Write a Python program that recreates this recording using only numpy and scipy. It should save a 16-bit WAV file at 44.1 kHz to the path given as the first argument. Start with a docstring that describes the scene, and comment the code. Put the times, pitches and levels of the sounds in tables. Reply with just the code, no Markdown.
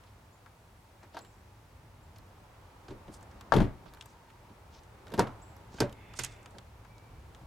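"""Two car doors outdoors

Beside a parked car, a rear door is pushed shut, then a front door is unlatched and swung to its stop.
Each blow rings sets of fading sine waves for latch steel, door skin and cabin air, with a noisy thud and crack.
Short noise bursts make the ticks, rustles and hinge drag; sliding sine tones make the birds and a far whistle.
Shaped noise makes the distant traffic, the breeze and an almost even hiss behind it all.
"""
import sys
import numpy as np
from scipy import signal
from scipy.fft import rfft, irfft, next_fast_len
from scipy.io import wavfile
from scipy.ndimage import uniform_filter1d

SR = 44100
rng = np.random.default_rng(int(sys.argv[2]) if len(sys.argv) > 2 else 0)


def generate_wav(signal):
    """Clip the signal to [-1, 1] and save it as 16-bit WAV at the path in sys.argv[1]."""
    frames = np.transpose(np.atleast_2d(signal))
    scaled = np.clip(frames, -1, 1) * 32767
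    pcm = np.round(scaled).astype(np.int16)
    wavfile.write(sys.argv[1], SR, pcm)


N = 328986

# traffic and breeze swelling: time_s, rumble_db, tyre_roar_db
AIR_SWELLS = [(0.0, -58.5, -64), (0.6, -60.5, -66), (1.3, -59.5, -65), (2.0, -55, -65),
              (2.47, -58.5, -61.5), (2.99, -56.5, -60), (3.41, -52.5, -58.5), (3.95, -59.5, -62),
              (4.2, -60, -63.5), (4.61, -56.5, -63), (5.09, -56.5, -59.5), (5.4, -55, -58),
              (5.94, -53.5, -60.5), (6.34, -54.5, -59.5), (6.7, -55.5, -63), (7.15, -53, -62.5),
              (7.46, -51.5, -62)]
# bands in which rumble, roar and treble levels are set: low_hz, high_hz
AIR_BANDS = [(40, 160), (500, 1300), (2000, 6000)]
# shape of the air noise before the swells set its level: pitch_hz, density_db (per Hz)
AIR_SHAPE = [(12, -35), (20, -43), (37, -4), (53, -1), (108, 0), (139, -10), (258, -17.5), (690, -21),
             (750, -21), (863, -19.5), (1840, -29.5), (2240, -30.5), (3060, -34.5), (4660, -38),
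             (16500, -49)]
# how alike left and right are in the air noise: pitch_hz, likeness (0 to 1)
AIR_LIKENESS = [(60, 0.99), (130, 0.99), (290, 0.8), (640, 0.63), (1410, 0.39), (3100, 0.14), (6820, 0.41),
                (15000, 0.9)]
# light ticks of handle, trim and clothing: start_s, level_db, knock_db, top_db, pitch_hz, left_minus_right_db
LIGHT_TICKS = [(0.037, -62, -66, -77, 3120, 4), (0.4616, -64.5, -51.5, -74, 3010, 4),
               (1.1896, -49.5, -60, -58, 4000, 0), (1.2487, -61, -58, -61, 3380, -0.5),
               (2.1844, -60, -63, -56, 4660, -0.5), (3.2094, -64, -63, -68, 6790, -1.5),
               (3.2275, -58, -61, -67, 7630, -2), (3.3127, -63, -58, -77, 5490, 0),
               (3.41, -49.5, -51, -57, 3220, 1.5), (3.937, -55, -55, -54, 3860, 0),
               (3.9474, -62, -58.5, -57, 4040, -1), (3.9723, -65, -56, -72, 3390, -7),
               (4.0104, -43.5, -54, -72, 3020, 3), (4.0237, -53, -62, -69, 3030, 6),
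               (4.058, -55.5, -54, -52, 7350, 3), (4.302, -62, -58, -75, 2980, -2),
               (4.834, -62.5, -59, -74, 6980, -3), (5.0689, -56, -52.5, -73, 3680, -0.5),
               (5.0807, -57, -62, -72, 3710, -1.5), (5.1035, -62, -53, -66, 3040, 1),
               (5.334, -73, -59, -79, 3000, -1), (5.5658, -63, -66, -59, 5360, -2),
               (5.895, -54.5, -60, -68, 3080, -2), (5.9263, -51.5, -65, -57, 3130, -3),
               (6.137, -53, -50.5, -59, 3680, -7), (6.1964, -47, -41, -41, 3960, 4),
               (6.247, -34, -54, -37, 7140, -2), (6.262, -49, -53, -63, 6860, 4),
               (6.43, -64, -70, -80, 7550, 0), (6.4593, -51.5, -50, -75, 3020, -1),
               (6.508, -65, -70, -75, 7700, -6), (6.584, -47.5, -50, -70, 3470, -4),
               (6.849, -63.5, -55, -76, 3120, 4), (6.981, -60.5, -72, -78, 4750, 0.5),
               (7.3476, -55.5, -56, -78, 3320, 1)]
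# cloth and seal rustles, hand and seal scuffs, levels before their grain:
# middle_s, length_s, level_db, pitch_hz, left_minus_right_db
SOFT_RUSTLES = [(.08, 0.035, -71, 3970, -3), (1.036, 0.034, -63, 1820, -1), (1.172, 0.048, -59, 3600, 1),
                (1.255, 0.028, -69, 3050, 0), (2.93, 0.079, -54, 397, 0), (3.6, 0.14, -61, 378, -4),
                (3.147, 0.035, -59, 7300, -1), (3.6, 0.076, -66, 10600, 2), (3.88, 0.027, -66, 3704, -2),
                (4.086, .08, -69.5, 5760, -2), (4.304, 0.016, -62.5, 2600, 2), (4.756, 0.047, -61, 4560, 0),
                (5.13, 0.072, -49, 450, 0), (5.205, 0.045, -62, 10500, -2), (5.28, 0.096, -50.5, 875, -2),
                (5.768, 0.062, -61.5, 5100, -2), (6.177, 0.022, -49.5, 6700, -4),
                (6.211, 0.042, -52.5, 6700, 5), (6.278, 0.11, -63, 6030, 0), (6.56, .05, -55.5, 444, -2)]
# bird chips: start_s, start_hz, end_hz, level_db
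BIRD_CHIPS = [(.325, 6500, 7300, -68), (1.206, 5660, 8000, -57.5), (1.32, 7900, 5900, -73),
              (2.028, 6940, 7650, -72), (5.415, 5970, 8000, -57)]
# blows on doors and trim: start_s, latch_db, skin_db, cabin_db, crack_db, crack_top_db,
# favoured_skin_hz, crack_hz, left_minus_right_db
DOOR_BLOWS = [(1.031, -46, -49.5, -76, -55, -78, 388, 5000, 0.5),
              (1.145, -40, -44.5, -65, -53.5, -69, 340, 4960, 2),
              (1.168, -30, -58, -67, -43, -59, 517, 3600, 0.5),
              (2.159, -55, -63, -52, -53, -67, 151, 4650, 0),
              (2.882, -45, -43, -44, -48, -80, 336, 3360, 0),
              (2.906, -46, -37.5, -42.5, -49.5, -81, 330, 3370, -1),
              (3.079, -52, -40.5, -45, -54, -77, 206, 3120, 1),
              (3.521, -11, -27.5, -32.5, -33, -67, 579, 3370, 9),
              (3.537, -19.5, -19.5, -24, -30.5, -43, 482, 3260, 4.5),
              (3.551, -28, -22, -34, -44, -61, 215, 3000, 12),
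              (3.564, -34.5, -12.5, -22.5, -31.5, -43, 210, 3300, 3.5),
              (3.583, -30, -42, -18.5, -39.5, -67, 261, 3000, 0),
              (3.602, -26, -16, -22, -37, -57, 192, 3170, 4.5),
              (3.617, -36, -47, -40, -41, -68, 175, 3000, -2),
              (3.644, -52, -32, -36, -49, -74, 226, 3000, -10),
              (3.857, -47, -53.5, -52, -61, -83, 412, 3500, -12),
              (4.494, -54, -46.5, -63, -61, -79, 183, 3220, -1),
              (5.118, -47, -37, -54, -47.5, -58, 455, 4000, -4),
              (5.138, -32.5, -30.5, -42, -39.5, -42.5, 194, 3480, 0),
              (5.177, -33.5, -26.5, -36, -44, -62, 310, 4750, 3),
              (5.184, -26, -17.5, -29, -44, -54, 362, 3570, 1.5),
              (5.193, -12, -16.5, -33, -26.5, -35.5, 346, 5000, -0.5),
              (5.203, -22.5, -22.5, -43, -34, -59, 360, 3050, -2),
              (5.22, -35, -34, -58, -51, -62, 280, 5010, 7),
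              (5.27, -38, -41, -41, -46.5, -61, 205, 3060, -2),
              (5.74, -49, -41, -58, -53, -71, 238, 6700, -0.5),
              (5.784, -40, -49, -43, -44.5, -66, 290, 2500, -1.5),
              (5.803, -23.5, -17.5, -30, -22.5, -36.5, 423, 4900, -1.5),
              (5.818, -22.5, -21.5, -32.5, -57, -64, 205, 3120, -1),
              (5.834, -40, -27.5, -56, -62, -76, 557, 3070, -1),
              (6.189, -38, -38.5, -40, -25, -57, 337, 7100, -6.5),
              (6.235, -48, -57, -49, -27.5, -48, 342, 8400, -8),
              (6.548, -50, -47.5, -60, -63, -72, 260, 3410, -1),
              (7.41, -53, -57, -51, -66, -80, 246, 3250, 3)]
# ringing of the cabin air, before each blow varies it: pitch_hz, level_db, t60_s (time to fade by 60 dB)
CABIN_MODES = [(26.7, 0.5, 0.42), (59.4, -4.5, 0.23), (104.8, -4, 0.33), (127.5, 3, 0.24)]
# ringing of the door skin, likewise: pitch_hz, level_db, t60_s
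SKIN_MODES = [(182, 4, 0.093), (215, -4, 0.22), (241.3, -4.5, 0.17), (275.7, -5, 0.22), (305.7, 1, 0.14),
              (369.8, 3.5, 0.12), (427, -2.5, 0.14), (475, -0.5, 0.12), (519, -13, 0.19), (568, -2, 0.15)]
# ringing of the latch steel, likewise: pitch_hz, level_db, t60_s
LATCH_MODES = [(652, -0.5, 0.071), (744, 0.5, 0.056), (827.5, -3.5, 0.095), (930.5, 4, 0.065),
               (1107, -17, 0.15), (1150, -3.5, 0.049), (1340, -0.5, 0.054), (1480, -7.5, 0.077),
               (1575, 3.5, 0.043), (1827, -4, 0.044), (2158, -10, 0.021)]
# resonances of the dragging hinge, before they waver: pitch_hz, width_hz, level_db
HINGE_RESONANCES = [(2130, 180, 2), (2640, 90, -1), (3500, 220, -3)]

TREBLE_DB, TREBLE_FOLLOWS = -71, 0.35  # the treble moves by this share of the tyre roar's swell
WHINE_HZ, WHINE_OCTAVES = 916, 0.081  # a narrow whine within the tyre roar
WHINE_DB, WHINE_SWELL_DB = -12.5, 7.5  # relative to the tyre roar; it comes and goes
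TICK_T60_S = 0.031  # of a tick's ring; its other parts fade faster or slower
CHIP_S, CHIP_ECHO_DB, CHIP_ECHO_T60_S = 0.028, -7.5, 0.57
# a thin far whistle that wavers (share of its pitch) and dies away
WHISTLE_S, WHISTLE_LENGTH_S, WHISTLE_HZ, WHISTLE_DB = 6.89, 0.37, 2320, -65
WHISTLE_FALL_DB_PER_S, WHISTLE_WAVER = -33, 0.03
# contact time at a latch level of -24.5 dB, and its change per dB; lighter blows land softer
CONTACT_S, CONTACT_S_PER_DB = 0.003, -0.0001
LATCH_FAVOURED_HZ, CABIN_FAVOURED_HZ = 815, 63.5
FRONT_DOOR_S, FRONT_CABIN_HZ = 5, 124  # from here on the front door sounds; unsealed, it booms higher
TWIN_DB = -5  # the second mode of each close pair
THUD_T60_S, THUD_DB = 0.28, -18  # relative to the louder of skin and latch
CRACK_T60_S = 0.027  # of the slower of its two fades
CRACK_TAIL_T60_S, CRACK_TAIL_DB, CRACK_TAIL_GRAIN_DB = 0.11, -8.5, 1.5  # relative to the crack
# the whole car rumbles on after the slam
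SLAM_S, SHUDDER_DB, SHUDDER_HZ, SHUDDER_RISE_S, SHUDDER_T60_S = 3.53, -35, 110, 0.044, 0.78
HINGE_S, HINGE_LENGTH_S, HINGE_DB = 6.2, 0.49, -68.5  # the middle of the drag, its length and level
BODY_TOP_HZ = 8860  # snaps and cracks carry little between here and their thin top band
MIC_EDGE_HZ, MIC_ABOVE_DB = 13400, -10
TOP_HZ = 16400


def undb(db):
    """Turn decibels into a plain loudness factor."""
    return 10 ** (np.asarray(db) / 20)


def fade(t, t60):
    """Die away smoothly, by 60 dB in t60 seconds."""
    return np.exp(-np.log(1000) * t / t60)


def add(out, s, sound, pan_db):
    """Mix a sound in at s seconds; pan_db is how much louder the left is than the right."""
    i = int(s * SR)
    start, end = max(i, 0), min(i + sound.shape[-1], N)
    sides = undb(np.array([[pan_db], [-pan_db]]) / 2)
    out[:, start:end] += sound[..., start - i:end - i] * sides


def hiss(n, hz, octaves, apart, top_hz=np.inf):
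    """Two-channel noise in a bell-shaped band, rms 1; apart = share that differs left and right."""
    f = np.maximum(np.arange(n // 2 + 1) * SR / n, 1)
    bell = np.exp(-0.5 * (np.log2(f / hz) / octaves) ** 2)
    bell = bell / np.sqrt(1 + (f / top_hz) ** 14)
    mid, side = irfft(rfft(rng.standard_normal((2, n))) * bell, n)
    share = np.clip(apart, 0, 0.5)
    pair = np.sqrt(1 - share) * mid + np.sqrt(share) * side * np.array([[1], [-1]])
    return pair / pair.std()


def walk(rate):
    """Random levels held for 1 / rate seconds, then smoothed twice into a wandering curve."""
    k = int(SR / rate)
    steps = np.repeat(rng.standard_normal(N // k + 1), k)
    return 0.73 * uniform_filter1d(uniform_filter1d(steps, k), k)[:N]


def air():
    """Traffic and breeze: noise bands follow three swells and flicker a little; the top hiss has no swell."""
    n = next_fast_len(N)
    octave = np.log2(np.maximum(np.arange(n // 2 + 1) * SR / n, 1))
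    shape_hz, shape_db = np.transpose(AIR_SHAPE)
    colour = undb(np.interp(octave, np.log2(shape_hz), shape_db))
    alike_hz, likeness = np.transpose(AIR_LIKENESS)
    alike = np.clip(np.interp(octave, np.log2(alike_hz), likeness), 0, 1)
    shares = np.sqrt([(1 + alike) / 2, (1 - alike) / 2])
    mid, side = rfft(rng.standard_normal((2, n))) * colour * shares

    s, rumble_db, roar_db = np.transpose(AIR_SWELLS)
    treble_db = TREBLE_DB + TREBLE_FOLLOWS * (roar_db - roar_db.mean())
    # gain that brings each band of the noise to its level
    gains = []
    for (lo, hi), db in zip(AIR_BANDS, (rumble_db, roar_db, treble_db)):
        inside = (octave > np.log2(lo)) & (octave < np.log2(hi))
        power_db = 10 * np.log10(2 * np.sum(np.abs(mid[inside]) ** 2) / n ** 2)
        gains.append(db - power_db)
    # the top hiss takes the mean treble gain
    gains = np.array(gains + [np.full(len(s), gains[-1].mean())])
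    places = np.log2([90, 800, 3500, 11000])  # where rumble, roar, treble and hiss gains apply

    t = np.arange(N) / SR
    whine_db = np.interp(t, s, roar_db) + WHINE_DB + WHINE_SWELL_DB * walk(3.12)
    out = hiss(n, WHINE_HZ, WHINE_OCTAVES, apart=0.09)[:, :N] * undb(whine_db)
    # overlapping bands, half an octave from one to the next
    for centre in np.arange(4, 15, 0.5):
        mask = np.clip(1 - 2 * np.abs(octave - centre), 0, 1)
        db = np.array([np.interp(centre, places, g) for g in gains.T])
        flicker_db = np.interp(centre, [5, 13], [1.8, 0.4]) * walk(6.4)
        pair = irfft(np.array([mid + side, mid - side]) * mask, n)[:, :N]
        out = out + pair * undb(np.interp(t, s, db) + flicker_db)
    return out


def ticks():
    """Each tick: a broad snap, a narrower ring at its own pitch, a dull knock below and a thin top."""
    out, t = np.zeros((2, N)), np.arange(4096) / SR
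    for s, db, knock_db, top_db, hz, pan_db in LIGHT_TICKS:
        snap = fade(t, 0.7 * TICK_T60_S) * hiss(len(t), 5200, 1.0, apart=0.091, top_hz=BODY_TOP_HZ)
        tone = fade(t, TICK_T60_S) * hiss(len(t), hz, 0.28, apart=0.05)
        knock = fade(t, 2.2 * TICK_T60_S) * hiss(len(t), 1190, 0.61, apart=0.1)
        top = fade(t, 0.52 * TICK_T60_S) * hiss(len(t), 12200, 0.19, apart=0.02)
        add(out, s, undb(db) * (snap + 0.99 * tone) + undb(knock_db) * knock, pan_db)
        add(out, s, undb(top_db) * top, 0.4 * pan_db)
    return out


def rustles():
    """Cloth, hands and seals rubbing: short swells of noise with a grainy, uneven level."""
    out, t = np.zeros((2, N)), np.arange(-8192, 8192) / SR
    grain = undb(4.2 * walk(200))
    for s, length, db, hz, pan_db in SOFT_RUSTLES:
        swell = np.exp(-0.5 * (2 * t / length) ** 2)
        noise = hiss(len(t), hz, 1.0, apart=0.089, top_hz=1.43 * hz)
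        add(out, s + t[0], undb(db) * swell * noise, pan_db)
    return out * grain


def birds():
    """Quick sliding chips that level off and echo faintly, and one long thin whistle."""
    out, t = np.zeros((2, N)), np.arange(16384) / SR
    for s, start_hz, end_hz, db in BIRD_CHIPS:
        hz = end_hz + (start_hz - end_hz) * np.exp(-4 * t / CHIP_S)
        swell = np.sin(np.pi * np.minimum(t / CHIP_S, 1))
        chip = swell * np.sin(2 * np.pi * np.cumsum(hz) / SR)
        # the echo is narrow noise near the chip's final pitch
        echo_shape = undb(CHIP_ECHO_DB) * (1 - np.exp(-t / CHIP_S)) * fade(t, CHIP_ECHO_T60_S)
        echo = echo_shape * hiss(len(t), 0.946 * end_hz, 0.068, apart=0.21)
        add(out, s, undb(db) * (chip + echo), 0)
    edges = np.clip(np.minimum(t, WHISTLE_LENGTH_S - t) / 0.013, 0, 1)
    hz = WHISTLE_HZ * (1 + WHISTLE_WAVER * walk(29.3)[:len(t)])
    whistle = np.sin(2 * np.pi * np.cumsum(hz) / SR)
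    add(out, WHISTLE_S, edges * undb(WHISTLE_DB + WHISTLE_FALL_DB_PER_S * t) * whistle, 0)
    return out


def ring(modes, favoured_hz, rise_s, scatter_db, apart_rad, favour_db):
    """Strike fading modes in close pairs, peak 1; pitches off the favoured one change by favour_db per octave."""
    t = np.arange(int(0.4 * SR)) / SR
    hz, db, t60 = np.repeat(np.transpose(modes), 2, axis=1)[:, :, None]
    # each blow lands elsewhere, so shares and phases are new
    share, detune, turn, lean = rng.standard_normal((4, len(hz), 1))
    db = db + scatter_db * share + favour_db * np.abs(np.log2(hz / favoured_hz))
    db[1::2] += TWIN_DB
    size = undb(db) * fade(t, t60)
    phase = 2 * np.pi * hz * (1 + 0.022 * detune) * t + 2 * turn
    turning = np.exp(1j * phase) * size
    # opposite phase shifts left and right spread the sound
    lean = np.exp(1j * apart_rad * lean)
    pair = np.array([lean[:, 0] @ turning, lean[:, 0].conj() @ turning]).imag
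    pair = pair * (1 - np.exp(-t / max(rise_s, 1e-4)))
    return pair / np.abs(pair.mean(axis=0)).max()


def blows():
    """The latch steel speaks first; skin and cabin air answer later and build up more slowly."""
    out, t = np.zeros((2, N)), np.arange(12288) / SR
    grain_db = np.tile(CRACK_TAIL_GRAIN_DB * walk(200), 2)
    for s, latch_db, skin_db, cabin_db, crack_db, top_db, skin_hz, crack_hz, pan_db in DOOR_BLOWS:
        cabin_hz = FRONT_CABIN_HZ if s > FRONT_DOOR_S else CABIN_FAVOURED_HZ
        contact = max(CONTACT_S + CONTACT_S_PER_DB * (latch_db + 24.5), 5e-4)
        latch = ring(LATCH_MODES, LATCH_FAVOURED_HZ, 0.22 * contact,
                     scatter_db=3.0, apart_rad=0.19, favour_db=-6.0)
        skin = ring(SKIN_MODES, skin_hz, 0.39 * contact, scatter_db=1.2, apart_rad=0.12, favour_db=-7)
        cabin = ring(CABIN_MODES, cabin_hz, 1.1 * contact, scatter_db=1.0, apart_rad=0.2, favour_db=-4.5)
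        add(out, s, undb(latch_db) * latch, pan_db)
        add(out, s + 0.575 * contact, undb(skin_db) * skin, pan_db)
        add(out, s + 0.73 * contact, undb(cabin_db) * cabin, 0)

        # too many panel modes to count: a dull noisy thud that swells and dies
        thud_shape = (1 - np.exp(-t / 0.003)) * fade(t, THUD_T60_S)
        thud = thud_shape * hiss(len(t), 390, 1.31, apart=0.16)
        add(out, s, undb(max(skin_db, latch_db) + THUD_DB) * thud, pan_db)

        # a softer contact cracks more gradually
        rise = 1 - np.exp(-t / (0.35 * contact))
        burst = rise * (fade(t, CRACK_T60_S) + 0.84 * fade(t, 0.14 * CRACK_T60_S))
        crack = burst * hiss(len(t), crack_hz, 0.53, apart=0.038, top_hz=BODY_TOP_HZ)
        # loose parts and the ground add a duller, grainy tail
        tail_level = undb(CRACK_TAIL_DB + grain_db[int(s * SR):][:len(t)])
        tail_shape = tail_level * rise * fade(t, CRACK_TAIL_T60_S)
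        tail = tail_shape * hiss(len(t), 2200, 1.14, apart=0.045)
        add(out, s, undb(crack_db) * (crack + tail), pan_db)
        top = burst * hiss(len(t), 11200, 0.32, apart=0.031)
        add(out, s, undb(top_db) * top, 0.5 * pan_db)

    t = np.arange(32768) / SR
    shudder_shape = (1 - np.exp(-t / SHUDDER_RISE_S)) * fade(t, SHUDDER_T60_S)
    shudder = shudder_shape * hiss(len(t), SHUDDER_HZ, 1.3, apart=0.14)
    add(out, SLAM_S, undb(SHUDDER_DB) * shudder, 1.5)
    return out


def hinge():
    """Dry friction as the door swings: uneven noise in a few resonances, swelling and sinking again."""
    out, t = np.zeros((2, N)), np.arange(-16384, 16384) / SR
    drag = 1.9 * hiss(len(t), 2160, 0.35, apart=0.11)
    for hz, width, db in HINGE_RESONANCES:
        level = undb(db + 3.1 * walk(14.4)[:len(t)])
        drag = drag + level * hiss(len(t), hz, 0.6 * width / hz, apart=0.1)
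    swell = np.exp(-(2 * t / HINGE_LENGTH_S) ** 4)
    add(out, HINGE_S + t[0], undb(HINGE_DB) * swell * drag, -2)
    return out


def scene():
    """Mix the near sounds, dull them as the microphone does, and lay them over the air."""
    near = ticks() + rustles() + birds() + blows() + hinge()
    # the microphone dulls above its edge; the hiss within air() is not touched
    edge = signal.butter(10, MIC_EDGE_HZ, fs=SR, output="sos")
    below = signal.sosfiltfilt(edge, near)
    return below + undb(MIC_ABOVE_DB) * (near - below) + air()


def record(dry):
    """Cut the highest treble steeply."""
    return signal.sosfilt(signal.ellip(8, 0.2, 70, TOP_HZ, fs=SR, output="sos"), dry)


dry = scene()
out = record(dry)
generate_wav(out)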